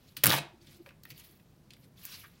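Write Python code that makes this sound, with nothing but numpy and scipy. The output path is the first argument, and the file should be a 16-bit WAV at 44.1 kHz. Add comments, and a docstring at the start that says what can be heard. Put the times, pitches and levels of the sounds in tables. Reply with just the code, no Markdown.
"""Paper rips along a toothed metal ruler on a craft table: fibres part as dense noise grains, and
each tooth gives a snap, a noise crack with a damped resonance. Later, sheets and ruler are shuffled,
with coloured grains for slides, small snaps for ticks and resonant noise for scuffs.
Narrow-band modes make the table boom and a decaying sine the ruler's hum; decaying noise makes
the room's reflections, and steady coloured noise its low rumble."""
import sys
import numpy as np
from scipy import signal
from scipy.fft import rfft, irfft
from scipy.io import wavfile
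from scipy.ndimage import uniform_filter1d

SR = 44100
rng = np.random.default_rng(int(sys.argv[2]) if len(sys.argv) > 2 else 0)


def transcribe(u):
    """Save the signal u as a 16-bit wav file named by the first command-line argument.

    u: samples, shape (n,) or (channels, n), limited to [-1, 1]; the rate is SR.
    q: integer samples, one column per channel.
    """
    v = np.clip(np.atleast_2d(u).T, -1, 1)
    q = np.round(v * 32767).astype(np.int16)
    wavfile.write(sys.argv[1], SR, q)


N = 105840

# Snaps of the rip: start_s [s], crack_peak_db [dB], body_pitch_hz [Hz], body_level_db [dB]
RIP_SNAPS = [(.2366, -7, 2740, -31), (.2397, -2.5, 2600, -27.5), (.2465, -10.5, 1900, -32.5),
             (.2580, -6, 1530, -28), (.2658, -11.5, 1240, -30), (.2680, -1.5, 3000, -31.5),
             (.2735, -17, 4996, -30.5), (.2950, -19.5, 3600, -29.5), (.3035, -23.5, 3820, -24),
             (.3130, -17, 1470, -26.5), (.3213, -22, 3630, -27.5), (.3280, -21.5, 1050, -29.5),
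             (.3320, -20, 2940, -27), (.3388, -16.5, 1000, -25), (.3440, -22, 2430, -31),
             (.3878, -42, 2430, -35)]
# Spectrum of a crack: frequency_hz [Hz], density_db [dB per Hz]
CRACK_SPECTRUM = [(1500, -17.5), (8000, -17), (11500, -9.5), (15700, -2.5), (16800, -28)]
CRACK_DECAY_S, FIZZ_T60_S, FIZZ_DB = 0.0004, 0.014, -21  # fizz level is relative to the crack's onset
RIP_BODY_T60_S, RIP_BODY_Q = 0.011, 2.2
SNAP_SAMPLES, LEAD_SAMPLES = 4096, 64  # the lead leaves room for the filter's pre-ringing

# Tearing fibres: time_s [s], middle_db [dB], treble_db [dB], table_boom_db [dB]
TEAR_LEVELS = [(.234, -67, -69.5, -74), (.238, -25.5, -36.5, -38.5), (.254, -37, -37.5, -32),
               (.285, -30.5, -34.5, -26.5), (.32, -32, -32.5, -40), (.35, -32.5, -33.5, -33),
               (.384, -34, -40.5, -44), (.4, -47, -67, -37.5), (.46, -72, -89, -68)]
# Spectrum of tearing: frequency_hz [Hz], density_db [dB per Hz]
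TEAR_SPECTRUM = [(300, -7.5), (1020, -8), (2700, -11), (4000, -8.5), (7400, -20.5), (11500, -14),
                 (15500, -13.5)]
SPLIT_HZ = 10000  # between middle and treble

# Ticks of handled paper and ruler: start_s [s], crack_peak_db [dB], body_pitch_hz [Hz], body_level_db [dB]
TICKS = [(0.6706, -63, 3380, -58), (0.8614, -54, 1730, -51.5), (0.8902, -46, 2050, -54),
         (0.907, -65, 1605, -56.5), (1.0353, -36, 4800, -56.5), (1.0531, -37.5, 1860, -49.5),
         (1.1036, -39.5, 3090, -48.5), (1.1188, -46, 2670, -56.5), (1.179, -39.5, 2920, -61),
         (1.197, -42, 5240, -56.5), (1.312, -46, 9100, -73), (1.398, -60, 2250, -66),
         (1.706, -48, 3402, -51.5), (1.7355, -43.5, 3410, -55.5), (1.7669, -51, 2180, -66),
         (2.0527, -27.5, 15000, -42), (2.063, -45, 14600, -52.5)]
TICK_BODY_T60_S, TICK_BODY_Q = 0.028, 1.23

# Sheets sliding: time_s [s], middle_db [dB], treble_db [dB]
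SLIDE_LEVELS = [(0, -74, -75), (.09, -66.5, -66.5), (.163, -78, -76), (0.169, -37.5, -36.5),
                (0.179, -50, -55), (.2, -62, -66), (0.601, -80, -87), (.615, -68, -73), (0.729, -61, -65),
                (.772, -66.5, -64), (0.791, -76.5, -75.5), (0.856, -78.5, -72), (0.864, -63, -68),
                (.93, -84, -82), (1.02, -82, -84), (1.094, -67.5, -58), (1.11, -48.5, -51.5),
                (1.134, -71.5, -74), (1.2, -56.5, -50.5), (1.232, -65, -67), (1.248, -58.5, -54.5),
                (1.275, -69, -61), (1.3, -66, -60.5), (1.419, -80.5, -76.5), (1.69, -79.5, -83),
                (1.731, -65.5, -81.5), (1.79, -86.5, -72.5), (1.845, -64, -70), (1.869, -85, -74),
                (1.95, -81, -82), (1.979, -65, -65.5), (2.059, -53.5, -49), (2.11, -54, -56),
                (2.124, -47.5, -50.5), (2.199, -56.5, -54.5), (2.3, -72.5, -66.5), (2.4, -70, -81)]
# Spectrum of sliding: frequency_hz [Hz], density_db [dB per Hz]
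SLIDE_SPECTRUM = [(400, -25.5), (1000, -11), (2000, -3), (4500, -1.5), (8500, -13), (12500, -2),
                  (14000, -6), (15800, -4)]

# Dull scuffs of a sheet edge on the mat: start_s [s], pitch_hz [Hz], peak_gain_db [dB]
SCUFFS = [(0.856, 506, -57), (2.23, 1530, -53.5)]
SCUFF_RISE_S, SCUFF_Q = 0.014, 1.1

# Low modes of the table top: pitch_hz [Hz], resonator_width_hz [Hz], relative_level_db [dB]
TABLE_MODES = [(137, 25, 2.5), (193.6, 31, -7), (286, 42, -7), (514, 45, -13.5)]
# Soft bumps of hand and ruler on the table: start_s [s], drive_db [dB]
BUMPS = [(0.171, -53.5), (0.672, -60), (1.109, -54.5)]
BUMP_TIME_S = 0.022
BOOM_LOW_HZ, BOOM_HIGH_HZ = 85, 900  # the boom is kept within this band

# Ruler humming on after the rip: pitch_hz [Hz], mean_level_db [dB], t60_s [s]
RULER_MODES = [(343.6, -56, 2.5)]
RULER_START_S = 0.29

# Reverberation time of the room: frequency_hz [Hz], t60_s [s]
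ROOM_T60 = [(500, 0.39), (4000, 0.28), (16000, 0.082)]
ROOM_DB, ROOM_DELAY_S = -11, 0.0013

# Spectrum of the room's rumble and hiss: frequency_hz [Hz], density_db [dB per Hz]
AIR_SPECTRUM = [(20, -12), (151, -0.5), (361, -14), (650, -20), (2510, -33), (15000, -40)]
AIR_DB = -60.5
TOP_HZ = 15900


def undb(db):
    """Amplitude ratio: twenty decibels make a factor of ten."""
    return 10 ** (np.asarray(db) / 20)


def unit(x):
    """Normalisation to an RMS of one."""
    return x / np.sqrt(np.mean(x ** 2))


def fall(t, t60):
    """Exponential decay: the level falls 60 dB in t60 seconds."""
    return np.exp(-np.log(1000) * t / t60)


def shape(x, spectrum):
    """Linear filtering: gain in dB runs straight over log frequency between the points."""
    hz, db = np.array(spectrum).T
    frequency = np.fft.rfftfreq(len(x), 1 / SR) + 1  # + 1 avoids log(0)
    gain_db = np.interp(np.log(frequency), np.log(hz), db, left=db[0] - 27.0)
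    return irfft(rfft(x) * undb(gain_db), len(x))


def band(x, lo_hz, hi_hz):
    """Band limitation by a Butterworth filter."""
    sos = signal.butter(2, [lo_hz, min(hi_hz, .45 * SR)], "band", fs=SR, output="sos")
    return signal.sosfilt(sos, x)


def ring(x, hz, width_hz):
    """Simple resonance: a single damped mode driven by x."""
    b, a = signal.iirpeak(hz, hz / width_hz, fs=SR)
    return signal.lfilter(b, a, x)


def curve(table, column):
    """Amplitude envelope: dB levels joined over time, -120 dB outside the table."""
    rows = np.array(table)
    return undb(np.interp(np.arange(N) / SR, rows[:, 0], rows[:, column], left=-120, right=-120))


def walk(rate):
    """Random modulation: Gaussian levels, rate per second, joined by ramps; RMS near one."""
    hold = max(int(SR / rate), 1)
    steps = np.repeat(rng.standard_normal(N // hold + 1), hold)
    return unit(uniform_filter1d(steps, hold))[:N]


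def snaps(table, body_t60, q):
    """Impulsive excitation: a bright crack with a fizz after it, and a short resonance of the sheet."""
    cracks, bodies = np.zeros(N + SNAP_SAMPLES), np.zeros(N + SNAP_SAMPLES)
    t = np.arange(SNAP_SAMPLES) / SR
    noise = rng.standard_normal((len(table), 2, SNAP_SAMPLES))
    crack_envelope = np.exp(-t / CRACK_DECAY_S) + undb(FIZZ_DB) * fall(t, FIZZ_T60_S)
    for (start_s, peak_db, hz, body_db), (crack_noise, body_noise) in zip(table, noise):
        crack = shape(np.roll(crack_noise * crack_envelope, LEAD_SAMPLES), CRACK_SPECTRUM)
        push = np.sign(body_noise) * fall(t, body_t60)
        body = ring(ring(push, hz, hz / q), hz, hz)
        onset_rms = np.sqrt(np.mean(body[:256] ** 2))  # body level is set over its first 6 ms
        i = int(start_s * SR)
        cracks[i:i + SNAP_SAMPLES] += undb(peak_db) * crack / abs(crack).max()
        bodies[i:i + SNAP_SAMPLES] += undb(body_db) * body / onset_rms
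    return cracks[LEAD_SAMPLES:N + LEAD_SAMPLES] + bodies[:N]


def grains(spread_db, patchy_db, rate):
    """Granular friction: dense clicks of very unequal size that come in patches."""
    clicks = rng.standard_normal(N)
    size = np.minimum(rng.exponential(size=N), 5)
    return clicks * undb(spread_db * size + patchy_db * walk(rate))


def rub(spectrum, levels, spread_db, patchy_db, flicker_db, rate):
    """Filtered friction: the sheet colours the grains, and its third-octaves flicker as the paper bends."""
    sheet = rfft(shape(grains(spread_db, patchy_db, rate), spectrum))
    thirds = 3 * np.log2((np.fft.rfftfreq(N, 1 / SR) + 1) / SPLIT_HZ)
    out = 0
    for column, bands in ((1, range(-16, 0)), (2, range(0, 5))):  # middle, treble
        part = 0
        for k in bands:
            overlap = np.clip(1 - abs(thirds - k - .5), 0, 1)
            part = part + irfft(sheet * overlap, N) * undb(flicker_db * walk(110))
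        out = out + unit(part) * curve(levels, column)
    return out


def scuffs():
    """Resonant friction: a rounded low rasp that swells and fades."""
    t = np.arange(N) / SR
    out = 0
    for start_s, hz, db in SCUFFS:
        age = np.maximum(t - start_s, 0) / SCUFF_RISE_S
        width_hz = hz / SCUFF_Q
        rasp = unit(ring(ring(rng.standard_normal(N), hz, width_hz), hz, width_hz))
        out = out + undb(db) * (age * np.exp(1 - age)) ** 2 * rasp
    return out


def table_boom():
    """Modal vibration: tugging hand and bumps shake the table's modes; each swings evenly, pitch wavering."""
    push, t = rng.standard_normal(N), np.arange(N) / SR
    force = curve(TEAR_LEVELS, column=3)
    for start_s, db in BUMPS:
        age = np.maximum(t - start_s, 0) / BUMP_TIME_S
        force = force + undb(db) * age * np.exp(1 - age) ** 2  # peaks 2.7 dB above the drive
    modes = 0
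    for hz, width_hz, db in TABLE_MODES:
        narrow = ring(ring(push, hz, width_hz), hz, width_hz)
        swing = np.cos(np.angle(signal.hilbert(narrow)))  # keeps the phase, evens the amplitude
        modes = modes + undb(db) * swing
    boom = unit(modes) * force
    return band(band(boom, BOOM_LOW_HZ, BOOM_HIGH_HZ), BOOM_LOW_HZ, BOOM_HIGH_HZ)


def ruler():
    """Free vibration: bending of the metal strip dies away exponentially, its level slightly unsteady."""
    t = np.maximum(np.arange(N) / SR - RULER_START_S, 0)
    out = 0
    for hz, db, t60 in RULER_MODES:
        out = out + undb(db + 7.4 * walk(34)) * np.sin(2 * np.pi * hz * t) * fall(t, t60)
    return out


def room(x):
    """Reverberation: a short diffuse tail of reflections, the treble dying first."""
    t = np.arange(SR // 2) / SR
    hz, t60 = np.array(ROOM_T60).T
    tail = 0
    for centre_hz in 90 * 2 ** np.arange(0, 7.6, .5):  # half-octave steps
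        decay = fall(t, np.interp(np.log(centre_hz), np.log(hz), t60))
        noise = band(rng.standard_normal(len(t)), centre_hz / 2 ** .5, centre_hz * 2 ** .5)
        tail = tail + noise * decay * (t > ROOM_DELAY_S)
    unit_energy_tail = tail / np.sqrt(np.sum(tail ** 2))
    return signal.fftconvolve(x, unit_energy_tail)[:N] * undb(ROOM_DB)


def air():
    """Stationary noise: steady rumble and hiss of the room."""
    return undb(AIR_DB) * unit(shape(rng.standard_normal(N), AIR_SPECTRUM))


def scene():
    """Superposition: the near sounds excite the room; boom, hum and air add directly."""
    rip = snaps(RIP_SNAPS, RIP_BODY_T60_S, RIP_BODY_Q)
    rip = rip + rub(TEAR_SPECTRUM, TEAR_LEVELS, spread_db=2.5, patchy_db=3.0, flicker_db=1.75, rate=500.)
    handling = snaps(TICKS, TICK_BODY_T60_S, TICK_BODY_Q)
    slides = rub(SLIDE_SPECTRUM, SLIDE_LEVELS, spread_db=1.42, patchy_db=0.66, flicker_db=3.0, rate=190.0)
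    near = rip + handling + slides + scuffs()
    return (near + room(near) + table_boom() + ruler() + air())[None]


def record(dry):
    """Low-pass filtering: the microphone chain cuts the top steeply."""
    return signal.sosfilt(signal.ellip(10, .3, 70, TOP_HZ, fs=SR, output="sos"), dry)


dry = scene()
out = record(dry)
transcribe(out)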